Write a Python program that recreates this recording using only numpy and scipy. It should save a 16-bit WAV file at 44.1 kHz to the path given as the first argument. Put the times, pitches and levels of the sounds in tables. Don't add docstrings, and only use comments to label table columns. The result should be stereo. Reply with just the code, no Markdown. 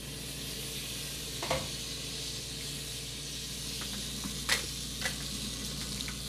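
import sys
import numpy as np
from scipy import signal
from scipy.fft import rfft, irfft, next_fast_len
from scipy.io import wavfile
from scipy.ndimage import uniform_filter1d

SR = 44100
rng = np.random.default_rng(int(sys.argv[2]) if len(sys.argv) > 2 else 0)


def wrap_up_sound(samples):
    columns = np.atleast_2d(samples).T
    tamed = np.clip(columns, -1, 1)
    steps = np.round(tamed * 32767).astype(np.int16)
    wavfile.write(sys.argv[1], SR, steps)


N = 276927
TIME = np.arange(N) / SR
SLOW_TIME = TIME[::256]
FFT_SIZE = 2 * next_fast_len(N // 2 + 2048)
FFT_HZ = np.fft.rfftfreq(FFT_SIZE, 1 / SR)


def gain_of(db):
    return 10 ** (np.asarray(db) / 20)


def evened(x):
    return x / np.sqrt(np.mean(x ** 2) + 1e-20)


def read(points, hz):
    f, value = np.transpose(points)
    return np.interp(np.log(hz + 1), np.log(f + 1), value)


def follow(rows, t):
    s, value = np.transpose(rows)
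    return np.interp(t, s, value)


def add(mix, s, sound):
    part = mix[:, round(s * SR):][:, :sound.shape[-1]]
    part += sound[..., :part.shape[1]]


def drift(t, rate):
    total = 0
    for f in rate * np.geomspace(1 / 10, 1, 12):
        total = total + np.sin(2 * np.pi * (f * t + rng.random())) / np.sqrt(f)
    return evened(total)


def causal(db):
    log_gain = np.log(gain_of(np.r_[db, db[-2:0:-1]]))
    return np.exp(np.conj(signal.hilbert(log_gain)))[:len(db)]


# (time [s], closeness [share])
CLOSENESS = [(0, 0.11), (3.3, 0.032), (4.3, 1.06), (5.2, 0.97), (5.7, 1.22), (6.28, 1.1)]


def near_gain(far_db, near_db):
    return gain_of(far_db + near_db * follow(CLOSENESS, TIME))


# (frequency [Hz], correlation)
PORT_LIKENESS = [(60, 0.6), (250, 0.97), (500, 0.68), (800, 0.1), (1100, .6), (1400, 0.39), (2000, 0.05),
                 (2800, 0.34), (4000, 0.28), (5300, 0.25), (6400, 0.47), (7300, 0.083), (8800, 0.56),
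                 (10200, 0.95), (13400, 1)]
# (frequency [Hz], difference [dB])
PORT_BALANCE = [(200, 0), (700, -0.5), (1400, -2), (2500, 0.6), (3400, 1.3), (4700, -2), (5750, -5.5),
                (7600, -0.3), (8300, -4.5), (10000, -0.5), (13000, 0)]
# (frequency [Hz], lead [rad])
PORT_LEAD = [(60, 0), (600, -.35), (950, .8), (1400, .55), (2000, -.3), (2800, 1.7), (3900, .65), (5300, 2),
             (6200, .4), (6900, .8), (7700, -1.6), (8700, -3.1), (10200, -6.3), (11900, -9.4),
             (14700, -15.3)]


def ports(z, hz):
    same = np.clip(read(PORT_LIKENESS, hz), -1, 1)
    mid = z[0] * np.sqrt((1 + same) / 2)
    side = z[1] * np.sqrt((1 - same) / 2)
    lean = gain_of(read(PORT_BALANCE, hz) / 2) * np.exp(.5j * read(PORT_LEAD, hz))
    return np.array([(mid + side) * lean, (mid - side) / lean])


def coloured(x, spectrum):
    response = causal(read(spectrum, FFT_HZ))
    return evened(irfft(ports(rfft(x, FFT_SIZE), FFT_HZ) * response)[:, :N])


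def bursts(per_s, spread_db):
    size = gain_of(spread_db * np.minimum(rng.exponential(1, N), 4))
    happens = rng.random(N) < per_s / SR
    sign = rng.choice([-1., 1.], (2, N))
    return evened(sign * rng.random((2, N)) * size * happens)


# (frequency [Hz], rms level afar [dB], gain close to the stove [dB], waver [dB rms])
HUM_TONES = [(58.8, -51, 3.5, -0.3), (118.9, -55.5, 0, 2.5), (141.9, -51.5, 1, 1.7), (277.2, -60, -1, 1.5),
             (447, -58.5, -7, 3), (656, -69.5, -16, 2)]
# (frequency [Hz], relative density [dB per Hz])
AIR_SPECTRUM = [(20, -35), (45, -2), (60, -10), (80, -6), (105, -4), (150, 1), (270, -1), (370, -6.5),
                (450, -3), (650, -11), (800, -15), (1400, -18), (3000, -31.5), (15000, -49)]
# (time [s], level [dB])
AIR_LEVEL = [(0, -48), (0.8, -48.5), (2.0, -48.5), (2.8, -49.5), (3.25, -51), (3.8, -49.5), (4.4, -50),
             (4.8, -52.5), (5.15, -49), (5.7, -47.5), (6.28, -50.5)]


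def kitchen(wander_turns=0.073):
    hum = 0
    for hz, far_db, near_db, waver_db in HUM_TONES:
        wander = wander_turns * hz / HUM_TONES[1][0]
        turns = hz * TIME + wander * np.interp(TIME, SLOW_TIME, drift(SLOW_TIME, rate=3))
        waver = gain_of(waver_db * np.interp(TIME, SLOW_TIME, drift(SLOW_TIME, rate=13)))
        hum = hum + np.sqrt(2) * near_gain(far_db, near_db) * waver * np.sin(2 * np.pi * turns)
    air = coloured(rng.standard_normal((2, N)), AIR_SPECTRUM)
    return hum + gain_of(follow(AIR_LEVEL, TIME)) * air


# (frequency [Hz], relative density [dB per Hz])
FOAM_SPECTRUM = [(300, -18), (1300, -20), (1900, -14.5), (2400, -7), (3000, -2), (3750, 1), (4400, 0.5),
                 (5100, -4), (6300, -5), (7800, -8), (8300, -4), (9700, -9), (12000, -11), (13500, -15.5),
                 (14500, -22)]
# (level afar [dB], gain close to the stove [dB])
CRACKLE_LEVEL = (-16.5, 12.5)
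# (time [s], level [dB])
HISS_TREBLE = [(0, 7), (0.7, 10), (1.3, 3), (1.65, 0), (2.45, -3.5), (2.85, 1), (3.25, -4.5), (3.65, 1.5),
               (6.28, -1.5)]
# (time [s], level [dB])
HISS_MIDDLE = [(0, -0.5), (0.7, 0.1), (1.4, -0.5), (2.3, 1.6), (2.9, -2), (3.7, 0.5), (4.3, -0.1),
               (4.9, -.7), (5.5, 1), (6.28, -2.1)]
BOIL_DB, BUILD_DB, BUILD_S = -37.5, 7.5, 0.78
COARSE_DB, COARSE_FALL_DB_PER_S = 2.0, 1.26
YOUNG_DB, SETTLE_AT_S, SETTLE_TAKES_S = 2.5, 0.98, 0.08


def sizzle(patchy_db=1.0, ripple_db=2.0, flutter_db=0.54):
    foam = bursts(per_s=30000, spread_db=0.5)
    single = bursts(per_s=900, spread_db=2.5)
    clear = near_gain(*CRACKLE_LEVEL)
    hiss = coloured((foam + clear * single) / np.sqrt(1 + clear ** 2), FOAM_SPECTRUM)
    hz, t, z = signal.stft(hiss, SR, nperseg=512, noverlap=384)

    boil_db = BOIL_DB - BUILD_DB * np.exp(-t / BUILD_S)
    young = (1 - np.tanh((t - SETTLE_AT_S) / SETTLE_TAKES_S)) / 2
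    coarse_db = COARSE_DB - COARSE_FALL_DB_PER_S * t + YOUNG_DB * young
    coarse = read([(2700, 0.57), (4200, 0.033)], hz)[:, None]
    middle = read([(2500, 0), (3800, 1), (6500, 1), (8500, 0)], hz)[:, None]
    fine = read([(7500, 0.14), (12500, 0.77)], hz)[:, None]
    bands_db = coarse * coarse_db + middle * follow(HISS_MIDDLE, t) + fine * follow(HISS_TREBLE, t)

    patches = uniform_filter1d(rng.standard_normal(z.shape[1:]), size=10, axis=0)
    patches = evened(uniform_filter1d(patches, size=12, axis=1))
    ripple = evened(uniform_filter1d(rng.standard_normal(z.shape[1:]), size=70, axis=1))
    chance_db = patchy_db * patches + ripple_db * ripple + flutter_db * drift(t, rate=16)
    z = z * gain_of(boil_db + bands_db + chance_db)
    return signal.istft(z, SR, nperseg=512, noverlap=384)[1][:, :N]


def resonate(x, hz, width):
    turn = np.exp(2j * np.pi * np.cumsum(hz) / SR)
    r = np.exp(-np.pi * width * np.sqrt(2) / SR)
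    return 2 * (turn * signal.lfilter([(1 - r) ** 2], [1, -2 * r, r * r], x / turn)).real


# (frequency [Hz], width [Hz], level afar [dB], gain close to the stove [dB])
HOLLOW_MODES = [(1070, 60, 1.5, 1.5), (1177, 70, -7.5, 8), (1493, 52, -7.5, 8.5), (1645, 55, 5, -4),
                (1932, 67, 7, -2.5), (2170, 270, 1, -4), (2530, 195, 6.5, -19)]
# (time [s], level [dB])
HOLLOW_LEVEL = [(0, -54.5), (1.8, -54), (3.1, -57), (3.9, -54.5), (4.3, -51), (4.8, -55), (5.3, -52.5),
                (5.7, -51), (6.28, -53)]
POT_SHIFT, POT_WANDER = .015, 0.023


def hollow():
    drive = coloured(bursts(per_s=1000, spread_db=2), [(1000, 0), (3000, 0)])
    near, out = follow(CLOSENESS, TIME), 0
    for hz, width, far_db, near_db in HOLLOW_MODES:
        wander = np.interp(TIME, SLOW_TIME, drift(SLOW_TIME, rate=2.14))
        pitch = hz * (1 + POT_SHIFT * near + POT_WANDER * wander)
        out = out + gain_of(far_db + near_db * near) * resonate(drive, pitch, width)
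    return gain_of(follow(HOLLOW_LEVEL, TIME)) * evened(out)


# (frequency [Hz], width [Hz], relative level [dB])
BUTTER_MODES = [(156, 5.2, -8), (203.6, 12.2, 1), (237, 15.4, -3), (266.1, 9.9, -5.5)]
# (level afar [dB], gain close to the stove [dB])
BUTTER_LEVEL = (-57.5, 8.7)


def burble():
    drive = rfft(bursts(per_s=300, spread_db=2.5), FFT_SIZE)
    response = sum(gain_of(db) / (1 + 1.3j * (FFT_HZ - f) / width) ** 2 for f, width, db in BUTTER_MODES)
    return near_gain(*BUTTER_LEVEL) * evened(irfft(ports(drive, FFT_HZ) * response)[:, :N])


def knocks(rows, body, modes, room_db, room_t60, grain_db, note_q, click_db=-24):
    out, size = np.zeros((2, N)), 24576
    t, hz = np.arange(size) / SR, np.fft.rfftfreq(size, 1 / SR)
    ring = 1 + sum((gain_of(db) - 1) / (1 + 2j * (hz - f) / width) for f, width, db in modes)
    octaves = np.log2(np.maximum(hz, 1500) / 1500)
    for s, db, bright, rattle_s, pitch_hz, note_db in rows:
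        note = gain_of(note_db) / (1 + 1.3j * note_q * (hz / pitch_hz - 1)) ** 2
        colour = causal(read(body, hz) + bright * octaves) * ring
        grain = gain_of(grain_db * np.repeat(rng.standard_normal(size // 32), 32))
        contacts = rng.standard_normal((2, size)) * grain
        rattle = evened(contacts * (1 - np.exp(-t / 0.0011)) * np.exp(-t / rattle_s))
        echo_shape = (1 - np.exp(-t / 0.0049)) * gain_of(-60 * t / room_t60)
        echo = evened(rng.standard_normal((2, size)) * echo_shape)
        scatter = rfft(rattle) + gain_of(room_db) * (1 + note / 2) * rfft(echo)
        blow = gain_of(click_db) + note + ports(scatter, hz) / np.sqrt(size)
        add(out, s, gain_of(db) * evened(irfft(blow * colour)) / np.sqrt(size))
    return out


# (time [s], energy level [dB],
# brightness [dB per octave], rattle decay [s], note pitch [Hz], note over rattle [dB])
UTENSIL_CONTACTS = [(1.4228, -9.5, 2, 0.0037, 1150, 1), (1.4262, -2, 0.5, 0.018, 970, 4),
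                    (1.4290, -8, 5, .004, 1850, 8), (1.5038, -2.5, 3.5, 0.0046, 1170, 6),
                    (1.5082, 0.5, 2.5, 0.0047, 1000, 7), (1.5175, -2, 0, 0.012, 2180, -1),
                    (1.5295, -7, -2, 0.007, 580, 5), (1.5475, -12, -9, 0.0072, 2700, 0),
                    (1.5665, -15, -6, 0.013, 544, 15)]
# (frequency [Hz], gain [dB])
STOVE_TOP_BODY = [(30, -22), (60, -2), (200, -4), (330, 1), (430, -4), (540, -1.5), (660, -0.5), (780, 0),
                  (1000, -0.5), (1450, -8), (2200, -4.5), (4000, -8.5), (7000, -17.5), (15000, -34)]
# (frequency [Hz], width [Hz], gain [dB])
STOVE_TOP_MODES = [(523, 8, 12), (658, 25, 9), (1124, 25, 7), (1841, 22, 5), (2130, 110, 7), (2850, 45, 8)]


def utensil_on_stove():
    return knocks(UTENSIL_CONTACTS, STOVE_TOP_BODY, STOVE_TOP_MODES,
                  room_db=1, room_t60=0.43, grain_db=2.0, note_q=8.3)


# (time [s], level [dB], pitch [Hz], 60 dB decay [s])
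PANEL_NOTES = [(1.5072, -15.5, 656, 0.039), (1.5105, -24.5, 521.6, 0.24), (1.521, -33.5, 69.5, 0.36),
               (1.531, -30, 566, 0.061), (1.536, -31.5, 141, 0.2), (1.5673, -25.5, 523, 0.13),
               (4.247, -25, 262, 0.076), (4.246, -26, 187, 0.08), (4.636, -29, 334, 0.045),
               (4.637, -31, 460, 0.045), (4.644, -41, 87, 0.25), (1.606, -36, 93, .25)]


def bumps(rise_s=0.0043, left_db=-3.0):
    out, t = np.zeros((2, N)), np.arange(SR // 2) / SR
    for s, db, hz, t60 in PANEL_NOTES:
        envelope = gain_of(db - 60 * t / t60) * (1 - np.exp(-t / rise_s))
        add(out, s, envelope * np.sin(2 * np.pi * hz * t))
    return out * gain_of([[left_db], [0]])


# (time [s], energy level [dB],
# brightness [dB per octave], rattle decay [s], note pitch [Hz], note over rattle [dB])
HANDLING_CONTACTS = [(2.6095, -17, 3, 0.0077, 2200, 14), (3.8128, -13, -6, 0.0018, 1510, -2),
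                     (3.8175, -14.5, -6, .004, 1880, 4), (3.9325, -15.5, -6, 0.0036, 1590, 6),
                     (4.2373, -13, -9, .004, 1010, 8), (4.2520, -20, -5, 0.009, 1120, 9),
                     (5.2045, -13, 2.5, 0.0065, 1720, 7), (5.6515, -9, 9, 0.015, 6100, -3),
                     (5.8140, -10.5, 3, 0.0055, 2050, 4), (5.9783, -18, 2, 0.0039, 2270, 11),
                     (6.0816, -9.5, 2, 0.002, 2250, 11), (6.0865, -11.5, 1, 0.002, 1390, 10)]
# (frequency [Hz], gain [dB])
HANDLING_BODY = [(100, -13), (500, -5.5), (750, -8), (1200, -2.5), (2200, -2.5), (4000, -8), (7000, -12),
                 (15000, -28)]


def handling_taps():
    return knocks(HANDLING_CONTACTS, HANDLING_BODY, [],
                  room_db=1.5, room_t60=0.13, grain_db=8.0, note_q=6.9)


# (time [s], envelope peak [dB], pitch [Hz])
SPIT_BUBBLES = [(3.692, -31, 4870), (4.465, -30, 4200), (5.0148, -25, 4840), (5.0222, -31, 3600),
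                (5.2635, -27, 4260), (5.6485, -30, 5400), (5.9205, -27, 4800), (6.0084, -20, 3860),
                (6.061, -29, 4300), (6.2045, -29, 4700)]


def spits(ring_s=0.00042, splash_db=-17, splash_s=0.0028):
    out, t = np.zeros((2, N)), np.arange(2048) / SR
    for s, db, hz in SPIT_BUBBLES:
        envelope = (t / ring_s) * np.exp(1 - t / ring_s)
        snap = np.sin(2 * np.pi * (hz * t + rng.random((2, 1)) / 4)) * envelope
        noise = signal.lfilter([1, 0, -1], [2], rng.standard_normal((2, len(t))))
        splash = noise * np.exp(-t / splash_s)
        add(out, s, gain_of(db) * (snap + gain_of(splash_db) * splash))
    return out


# (time [s], energy level [dB],
# brightness [dB per octave], rattle decay [s], note pitch [Hz], note over rattle [dB])
DISH_CONTACTS = [(4.4888, -1.5, -0.5, 0.0039, 1140, 5), (4.4953, 1, 0.5, 0.005, 1700, 8.5),
                 (4.5050, -2, -1.5, 0.0069, 1770, 3), (4.5155, 1, -1.5, .003, 1910, 12),
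                 (4.5217, 4, 0, 0.004, 4230, 0), (4.5222, -8, 4, .003, 1970, 17),
                 (4.5250, 1.5, 2, 0.007, 4130, 5), (4.5288, -5, -1, .003, 1960, 8),
                 (4.5365, -5, 4, 0.0045, 4030, 3), (4.5485, -4, -3.5, 0.007, 2100, -1),
                 (4.5745, -8, 0.5, .012, 520, 10), (4.5910, -7.5, 0.5, 0.011, 1200, -8)]
# (frequency [Hz], gain [dB])
COUNTER_BODY = [(100, -12), (330, -14.5), (490, 1.5), (650, -12), (850, -4.5), (1300, -2.5), (1800, -4),
                (2600, -1), (4000, -2), (6500, -6), (10000, -7.5), (15000, -19)]
# (frequency [Hz], width [Hz], gain [dB])
DISH_MODES = [(1690, 24, 7), (1840, 16, 8), (1962, 17, 10), (2139, 18, 11), (2373, 20, 5), (3260, 24, 6),
              (3720, 36, 7), (3840, 32, 5), (4075, 36, 5), (4210, 36, 8), (5170, 36, 9), (5290, 32, 7),
              (6230, 36, 7), (8000, 42, 8)]


def dish_on_counter():
    return knocks(DISH_CONTACTS, COUNTER_BODY, DISH_MODES,
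                  room_db=-2.5, room_t60=0.25, grain_db=1.2, note_q=6.5)


# (time [s], energy level [dB],
# brightness [dB per octave], rattle decay [s], note pitch [Hz], note over rattle [dB])
LID_CONTACTS = [(5.0150, -12, 0, .005, 1420, 6), (5.0215, -7.5, 0, .014, 2900, 4),
                (5.0430, -6, 0.5, 0.0074, 1440, 6), (5.0538, -3, -1, 0.0022, 1690, 11),
                (5.0580, -1.5, 0.5, 0.004, 1670, 5), (5.0650, -6.5, -3, 0.0039, 1870, 7),
                (5.0765, -11, 3, .003, 1500, 4), (5.0885, -21, -1, .004, 3700, 4)]
# (frequency [Hz], width [Hz], gain [dB])
LIGHT_LID_MODES = [(537, 36, 6.8), (740, 36, 15), (1540, 31, 11), (1714, 37, 8.1), (1820, 21, 4.8),
                   (1980, 56, 14), (2720, 110, 4.6), (3120, 130, 6.3)]


def lid_on_counter():
    return knocks(LID_CONTACTS, COUNTER_BODY, LIGHT_LID_MODES,
                  room_db=-3.5, room_t60=0.37, grain_db=3.5, note_q=8.1)


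def scene():
    pot = sizzle() + hollow() + burble() + spits()
    handling = utensil_on_stove() + bumps() + handling_taps() + dish_on_counter() + lid_on_counter()
    return kitchen() + pot + handling


def record(dry, edge_hz=14750):
    low_pass = signal.firwin(255, edge_hz, window=("kaiser", 9), fs=SR)
    return signal.oaconvolve(dry, low_pass[None], "same")


dry = scene()
out = record(dry)
wrap_up_sound(out)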